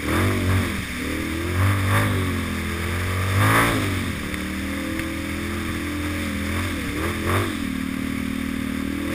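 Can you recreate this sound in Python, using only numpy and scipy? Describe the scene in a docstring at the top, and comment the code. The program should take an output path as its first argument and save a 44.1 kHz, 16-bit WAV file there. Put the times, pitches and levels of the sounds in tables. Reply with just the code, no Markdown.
"""V-twin quad bike on a flooded forest trail, heard from a cased camera on the rider's helmet.
Throttle stabs surge the revs; the exhaust throbs, and booms when the firing rate nears pipe resonance.
The intake rasps under load, the drive clatters, the clutch rings as the revs fall.
Water sprays off the tyres, mud flicks the bodywork, the chassis thumps in ruts."""
import sys
import numpy as np
from scipy import signal
from scipy.fft import rfft, irfft, next_fast_len
from scipy.io import wavfile
from scipy.ndimage import uniform_filter1d, map_coordinates

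SR = 44100
rng = np.random.default_rng(int(sys.argv[2]) if len(sys.argv) > 2 else 0)


def store_wav(level_fs):
    """Save 16-bit WAV to argv[1]."""
    pcm = np.round(np.clip(np.atleast_2d(level_fs), -1, 1) * 32767)
    wavfile.write(sys.argv[1], SR, pcm.T.astype(np.int16))


N = 403064

# Engine speed between stabs: t/s, four-stroke cycle rate/Hz
BASE_SPEED = [(0.1, 36.79), (0.31, 43.44), (0.57, 41.67), (0.8, 35.11), (0.95, 34.07), (1.24, 41.23),
              (1.32, 39.96), (1.51, 44.61), (2.09, 45.85), (2.6, 41.0), (2.76, 41.72), (3.26, 47.84),
              (4.06, 43.84), (4.18, 36.36), (4.79, 40.54), (4.85, 39.79), (5.58, 42.45), (5.66, 40.92),
              (6.22, 42.78), (6.35, 39.99), (6.67, 42.48), (6.87, 34.12), (7.12, 39.32), (7.67, 35.7),
              (8.09, 38.32), (8.84, 38.75), (9.14, 41.4)]
# Throttle stabs: t/s, length/s, cycle rate added if held/Hz, relative rasp level/dB, boom boost/dB
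STABS = [(0.035, 0.24, 13.831, -26.5, 5), (0.437, 0.16, 14.3, -31.5, 5.5), (1.544, 0.17, 13.4, -29, 4.5),
         (1.863, 0.15, 18.5, -22.5, 2.5), (3.346, 0.34, 20, -18, 4.5), (6.46, 0.192, 6.66, -35.0, 2.0),
         (6.949, 0.147, 12.32, -32, 3), (7.225, 0.19, 29, -25.5, 4.5)]
# Engine load: t/s, load (0 coasting, 1 pulling hard)
ENGINE_LOAD = [(0, 0.27), (.6, 0.98), (1.0, 0.46), (1.35, 0.58), (1.6, 1), (2.5, 0.83), (3.3, 1),
               (4.3, 0.6), (5.2, 0.51), (6.5, 0.59), (7.2, 0.43), (7.55, 0.15), (8.85, 0.019), (9.14, 0.54)]
# Exhaust harmonics of the cycle rate: order, then relative level/dB at light throttle, cruise, pull, pickup
EXHAUST_ORDERS = [(1, -38, -17, -6, -24), (3, -46, -16, -4, -2), (4, -24, -9.5, 2.5, -5.5),
                  (5, -1.5, -0.5, 2.5, -5), (6, 2, -4, 3, -16), (7, 2.5, 1, -15.5, -2.5),
                  (8, -13.5, -1, -6.5, 4), (9, -10, -26, -10.5, -11.5), (10, -21.5, -18, -8.5, -7.5),
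                  (11, -36, -23.5, -9, -10.5), (12, -27.5, -34, -37, -16.5), (13, -40, -11, -16, -7.5),
                  (14, -22.5, -19.5, -16.5, -15)]
# Exhaust note: t/s, relative level/dB
EXHAUST_LEVEL = [(0.0, -35.5), (0.1, -23.5), (0.73, -27), (0.89, -37.5), (1.04, -28), (1.91, -30),
                 (1.99, -26), (3.28, -34), (3.46, -25), (3.61, -23.5), (4.18, -31.5), (4.89, -28),
                 (5.17, -30.5), (6.51, -28.5), (6.62, -30), (7.07, -27.5), (7.13, -31.5), (7.28, -26.5),
                 (7.76, -27.5), (9.14, -27)]
# Tyre spray: t/s, relative level/dB
SPRAY_LEVEL = [(0.0, -46.5), (0.18, -44), (0.41, -46), (1.04, -44), (1.2, -46.5), (1.91, -47.5),
               (1.96, -43), (2.11, -48), (3.1, -46), (3.61, -41), (4.1, -47), (5.37, -48), (7.38, -46.5),
               (7.69, -50.5), (9.06, -52), (9.14, -45)]
# Puddles: t/s, length/s, spray boost/dB
PUDDLE_HITS = [(6.026, 0.22, 3), (6.557, 0.17, 2)]
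# Mud on the bodywork, chassis bottoming in ruts: t/s, relative level/dB
MUD_HITS = [(0.782, -31), (4.343, -15.5), (4.994, -12.5), (4.997, -15)]
RUT_HITS = [(0.784, -20), (1.23, -24), (3.799, -29), (4.25, -23), (4.995, -21), (5.689, -24), (5.75, -29),
            (6.88, -23)]
# Source spectra: f/Hz, relative level/dB
INTAKE_SPECTRUM = [(150, -31), (400, -7.5), (750, 1), (1100, 4.5), (1700, -4.5), (2400, -7.5), (3500, -4.5),
                   (5500, -27)]
DRIVE_SPECTRUM = [(120, 7), (350, -6), (800, -1.5), (1200, 3), (1900, -3), (2800, 7), (5500, -3)]
SHEAVE_SPECTRUM = [(2600, -34), (3380, -11), (3580, -11), (3800, -14), (4500, -38)]
SPRAY_SPECTRUM = [(100, -4), (400, -8.5), (1200, -8.5), (2500, 5.5), (5500, 2)]
MUD_SPECTRUM = [(200, -28), (1200, 0), (3000, 7), (4200, 7), (5500, -7)]
TYRE_SPECTRUM = [(15, -27), (45, -13), (105, 6), (170, -19), (400, -12.5), (900, -60)]
# Camera case resonances: f/Hz, relative level/dB
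CASE_RESPONSE = [(570, 0), (720, -11.5), (950, -11), (1160, -1), (1470, -5.5), (1620, 1.5), (2270, 0),
                 (2400, -6), (2900, -16.5), (3100, -12), (3380, -13.5), (3570, -4.5), (3950, -20.5),
                 (5100, -10.5)]

CYLINDER_LAG_CYCLES = 280 / 720
CRUISE_HZ, LUG_HZ = 41, 37.3  # cycle rates


def exhaust(cycle, speed_hz, rev_per_s, throttle, uneven):
    """Crank orders ring the silencer: one cylinder leads at light throttle, both bark under load."""
    # The note thins while the engine picks up from low revs.
    pickup = np.clip(rev_per_s / 0.72, 0, 1) * np.clip((49 - speed_hz) / 8.4, 0, 1)
    joins, full = 0.096, 0.36  # throttle range that brings in cylinder 2
    second = 0.91 * np.clip((throttle - joins) / (full - joins), 0, 1)
    sway_db = 0.6 + 2.6 * second  # orders swell and slip under shifting load
    easing, pulling = np.maximum(1 - 2 * throttle, 0), np.maximum(2 * throttle - 1, 0)
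    note, power = np.zeros(N), np.zeros(N)
    for order, light_db, cruise_db, pull_db, pickup_db in EXHAUST_ORDERS:
        held_db = cruise_db + (light_db - cruise_db) * easing + (pull_db - cruise_db) * pulling
        gain = amp(held_db + (pickup_db - held_db) * pickup + sway_db * wobble(4))
        if order < 5:
            gain *= (speed_hz / 50) ** 3  # low orders pass the silencer only at high revs
        lag_rad = 2 * np.pi * order * CYLINDER_LAG_CYCLES
        pair_rad = np.arctan2(-second * np.sin(lag_rad), 1 + second * np.cos(lag_rad))
        silencer_rad = -2 * np.arctan((order * speed_hz - 255) / 110)
        phase = 2 * np.pi * order * cycle + pair_rad + silencer_rad + 0.98 * second * wobble(2)
        # Uneven burns smear each order into its neighbours.
        in_phase = 1 - uneven / 2 + 1.12 * uneven * wobble(42)
        quadrature = 0.55 * uneven * wobble(42)
        note += gain * (in_phase * np.cos(phase) + quadrature * np.sin(phase))
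        power += gain ** 2 / 2
    return amp(curve(EXHAUST_LEVEL) + 0.5) * note / np.sqrt(power)


def pipe_boom(cycle, speed_hz, effort_db, uneven):
    """Two firings a cycle, varying in size, swell as their rate nears the pipe resonance."""
    pipe_hz, half_width_hz = 99.3, 8
    detuning = (2 * speed_hz - pipe_hz) / half_width_hz
    size = 1 + (0.017 + 0.5 * uneven) * wobble(80)
    pulses = size * np.cos(4 * np.pi * cycle + 0.28 * uneven * wobble(45))
    return amp(-30 + effort_db) * np.sqrt(2 / (1 + detuning ** 2)) * pulses


def intake(cycle, speed_hz, load):
    """Each gulp of air tears a rasp from the airbox; harder draw is more pitched."""
    rise_db_per_s, fall_db_per_s, onset_s = 50, 113, 0.069
    t = np.arange(N) / SR
    draw = amp(-42 + 15.5 * np.log2(speed_hz / CRUISE_HZ) + 7.5 * (load - 0.5))
    for start_s, length_s, _, rasp_db, _ in STABS:
        past_crest_s = t - start_s - 0.71 * length_s
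        swell_db = np.minimum(rise_db_per_s * past_crest_s, -fall_db_per_s * past_crest_s)
        onset = np.clip((t - start_s) / onset_s, 0, 1)
        draw = np.hypot(draw, amp(rasp_db + swell_db) * onset)
    gulps = (1.8 + firings(cycle, decay_cycles=0.13, second=0.89)) * amp(1.6 * wobble(45))
    pitched = np.interp(20 * np.log10(draw), [-40, -24], [0.48, 0.89])
    rasp = coloured(gulps * crank_noise(cycle, pitched), INTAKE_SPECTRUM, CASE_RESPONSE)
    return amp(2) * draw * rasp


def drive(cycle, speed_hz):
    """Valves, gears and belt clatter, louder with speed."""
    beats = (1.9 + firings(cycle, decay_cycles=0.12, second=0.65)) * amp(1.1 * wobble(160))
    level_db = -35.9 + 17 * np.log10(speed_hz / CRUISE_HZ) + 0.8 * wobble(8.4)
    clatter = beats * crank_noise(cycle, repeating=0.26)
    return amp(level_db) * coloured(clatter, DRIVE_SPECTRUM, CASE_RESPONSE)


def clutch(speed_hz, rev_per_s):
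    """Falling revs slide the belt down the sheaves, which ring louder at high speed."""
    sliding = np.clip(-rev_per_s, 0, 1)
    ring_db = -43.8 + 18 * np.log2(speed_hz / CRUISE_HZ)
    return amp(ring_db) * np.sqrt(sliding) * coloured(rng.standard_normal(N), SHEAVE_SPECTRUM)


def spray(opening):
    """Sheets of water and fine drops hiss off the tyres; puddles and wheelspin throw more."""
    drops_per_s, wheelspin_db = 1500, 1.5
    puddle_db = sum(db * swell(start_s, length_s, rise_s=0.078, fall_s=0.058)
                    for start_s, length_s, db in PUDDLE_HITS)
    drops = (rng.random(N) < drops_per_s / SR) * rng.standard_normal(N)
    water = unit(rng.standard_normal(N) + 0.43 * unit(drops)) * amp(0.71 * wobble(30))
    level_db = curve(SPRAY_LEVEL) + 12 + puddle_db + wheelspin_db * opening
    return amp(level_db) * coloured(water, SPRAY_SPECTRUM, CASE_RESPONSE)


def mud():
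    """Clods hit the bodywork: sharp tick, short splatter."""
    hits, t = np.zeros(N), np.arange(SR // 20) / SR
    tick = np.sin(2 * np.pi * 2900 * t) * decay(t, t60_s=0.0025)
    splat_envelope = decay(t, t60_s=0.012) + 0.25 * decay(t, t60_s=0.026)
    for start_s, db in MUD_HITS:
        splat = splat_envelope * rng.standard_normal(len(t))
        hits[round(start_s * SR):][:len(t)] += amp(db - 6.5) * (tick + 1.12 * splat)
    return np.std(hits) * coloured(hits, MUD_SPECTRUM, CASE_RESPONSE)


def chassis():
    """Ruts knock the suspension; tyres rumble through mud."""
    knocks, t = np.zeros(N), np.arange(SR // 5) / SR
    thud = np.sin(2 * np.pi * 105 * t) * decay(t, t60_s=0.1)
    thud += 0.23 * np.sin(2 * np.pi * 42 * t) * decay(t, t60_s=0.16)
    for start_s, db in RUT_HITS:
        knocks[round(start_s * SR):][:len(t)] += amp(db) * thud
    rumble = amp(-44 + 3.4 * wobble(8)) * coloured(rng.standard_normal(N), TYRE_SPECTRUM)
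    return knocks + rumble


def firings(cycle, decay_cycles, second):
    """One decaying puff per cylinder, unevenly spaced."""
    lagged = cycle - CYLINDER_LAG_CYCLES
    return np.exp(-(cycle % 1) / decay_cycles) + second * np.exp(-(lagged % 1) / decay_cycles)


def crank_noise(cycle, repeating, size=280):
    """Noise with a share of its power repeating each cycle in a slowly drifting pattern."""
    def pattern():
        grain = irfft(np.exp(2j * np.pi * rng.random(size // 2 + 1)), size)
        return unit(map_coordinates(grain, [cycle % 1 * size], mode="grid-wrap"))
    drift_rad = 1.4 * wobble(2.486)
    locked = np.cos(drift_rad) * pattern() + np.sin(drift_rad) * pattern()
    fresh = signal.resample_poly(rng.standard_normal(N // 3 + 1), 3, 1)[:N]
    return np.sqrt(repeating) * locked + np.sqrt(1 - repeating) * unit(fresh)


def amp(db):
    """dB to gain."""
    return 10 ** (np.asarray(db) / 20)


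def unit(x):
    """Scale to rms 1."""
    return x / np.sqrt(np.mean(x ** 2) + 1e-20)


def decay(t, t60_s):
    """Fall of 60 dB per t60_s."""
    return amp(-60 * t / t60_s)


def swell(start_s, length_s, rise_s, fall_s):
    """Rise toward 1 for length_s, then die away."""
    t = np.arange(N) / SR - start_s
    rise = 1 - np.exp(-np.clip(t, 0, length_s) / rise_s)
    return rise * np.exp(-np.clip((t - length_s) / fall_s, 0, 20))


def curve(rows):
    """(t/s, value) rows to one value per sample."""
    return np.interp(np.arange(N) / SR, *np.transpose(rows))


def wobble(rate_hz):
    """Smooth random curve with knots at rate_hz."""
    knots = rng.standard_normal(int(N * rate_hz / SR) + 4)
    coarse = map_coordinates(knots, [np.arange(0, N, 32) * rate_hz / SR])
    return np.interp(np.arange(N), np.linspace(0, N, len(coarse)), coarse)


def filtered(x, response):
    """Apply the gain response(hz) by FFT."""
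    size = next_fast_len(N + SR // 4, real=True)
    return irfft(rfft(x, size) * response(np.fft.rfftfreq(size, 1 / SR)), size)[:N]


def coloured(x, *spectra, cutoff_hz=5680):
    """x through (f/Hz, level/dB) spectra and the camera's low-pass, at rms 1."""
    def response(hz):
        db = sum(np.interp(np.log(hz + 1), np.log(knots_hz), knots_db)
                 for knots_hz, knots_db in map(np.transpose, spectra))
        return amp(db) / (1 + (hz / cutoff_hz) ** 28)
    return unit(filtered(x, response))


def scene():
    """Stabs spin the engine up; crank angle times exhaust, intake and drive. Trail sounds on top."""
    load = np.clip(curve(ENGINE_LOAD), 0, 1)
    surge_hz = sum(added_hz * swell(start_s, length_s, rise_s=0.332, fall_s=0.16)  # inertia
                   for start_s, length_s, added_hz, _, _ in STABS)
    speed_hz = curve(BASE_SPEED) + surge_hz
    presses = np.array([swell(start_s, length_s, rise_s=0.022, fall_s=0.011)  # throttle plate
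                        for start_s, length_s, *_ in STABS])
    opening = presses.sum(axis=0)
    stab_db = np.array(STABS)[:, -1] @ presses
    throttle = np.clip(load + 0.21 * opening, 0, 1)
    rev_per_s = uniform_filter1d(np.gradient(np.log(speed_hz)) * SR, SR // 6)  # relative speed change
    slowing = np.clip(-rev_per_s, 0, 1)
    lugging = np.clip((LUG_HZ - speed_hz) / 3, 0, 1)
    uneven = np.clip(0.12 * throttle + 0.31 * slowing + 0.36 * lugging, 0, 1)  # combustion roughness
    effort_db = 7.5 * load + stab_db + 2 * lugging + 0.5 * np.tanh(rev_per_s / 0.39)
    wander = 1 + 0.004 * wobble(7) + 0.001964 * wobble(25)  # rutted ground unsettles the speed
    cycle = np.cumsum(speed_hz * wander) / SR
    pipe = exhaust(cycle, speed_hz, rev_per_s, throttle, uneven)
    pipe += pipe_boom(cycle, speed_hz, effort_db, uneven)
    machinery = intake(cycle, speed_hz, load) + drive(cycle, speed_hz) + clutch(speed_hz, rev_per_s)
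    return (pipe + machinery + spray(opening) + mud() + chassis())[None]


def record(dry):
    """The camera rounds peaks; its low-rate sample hold mirrors the sound into gritty treble."""
    ceiling, hold_hz, top_hz = 0.5, 12000, 15350
    rounded = dry[0] / (1 + (dry[0] / ceiling) ** 4) ** 0.25
    mirrored = rounded * (1 + 2 * np.cos(2 * np.pi * hold_hz * np.arange(N) / SR))
    return filtered(mirrored, lambda hz: np.sinc(hz / hold_hz) * (hz < top_hz))[None]


dry = scene()
out = record(dry)
store_wav(out)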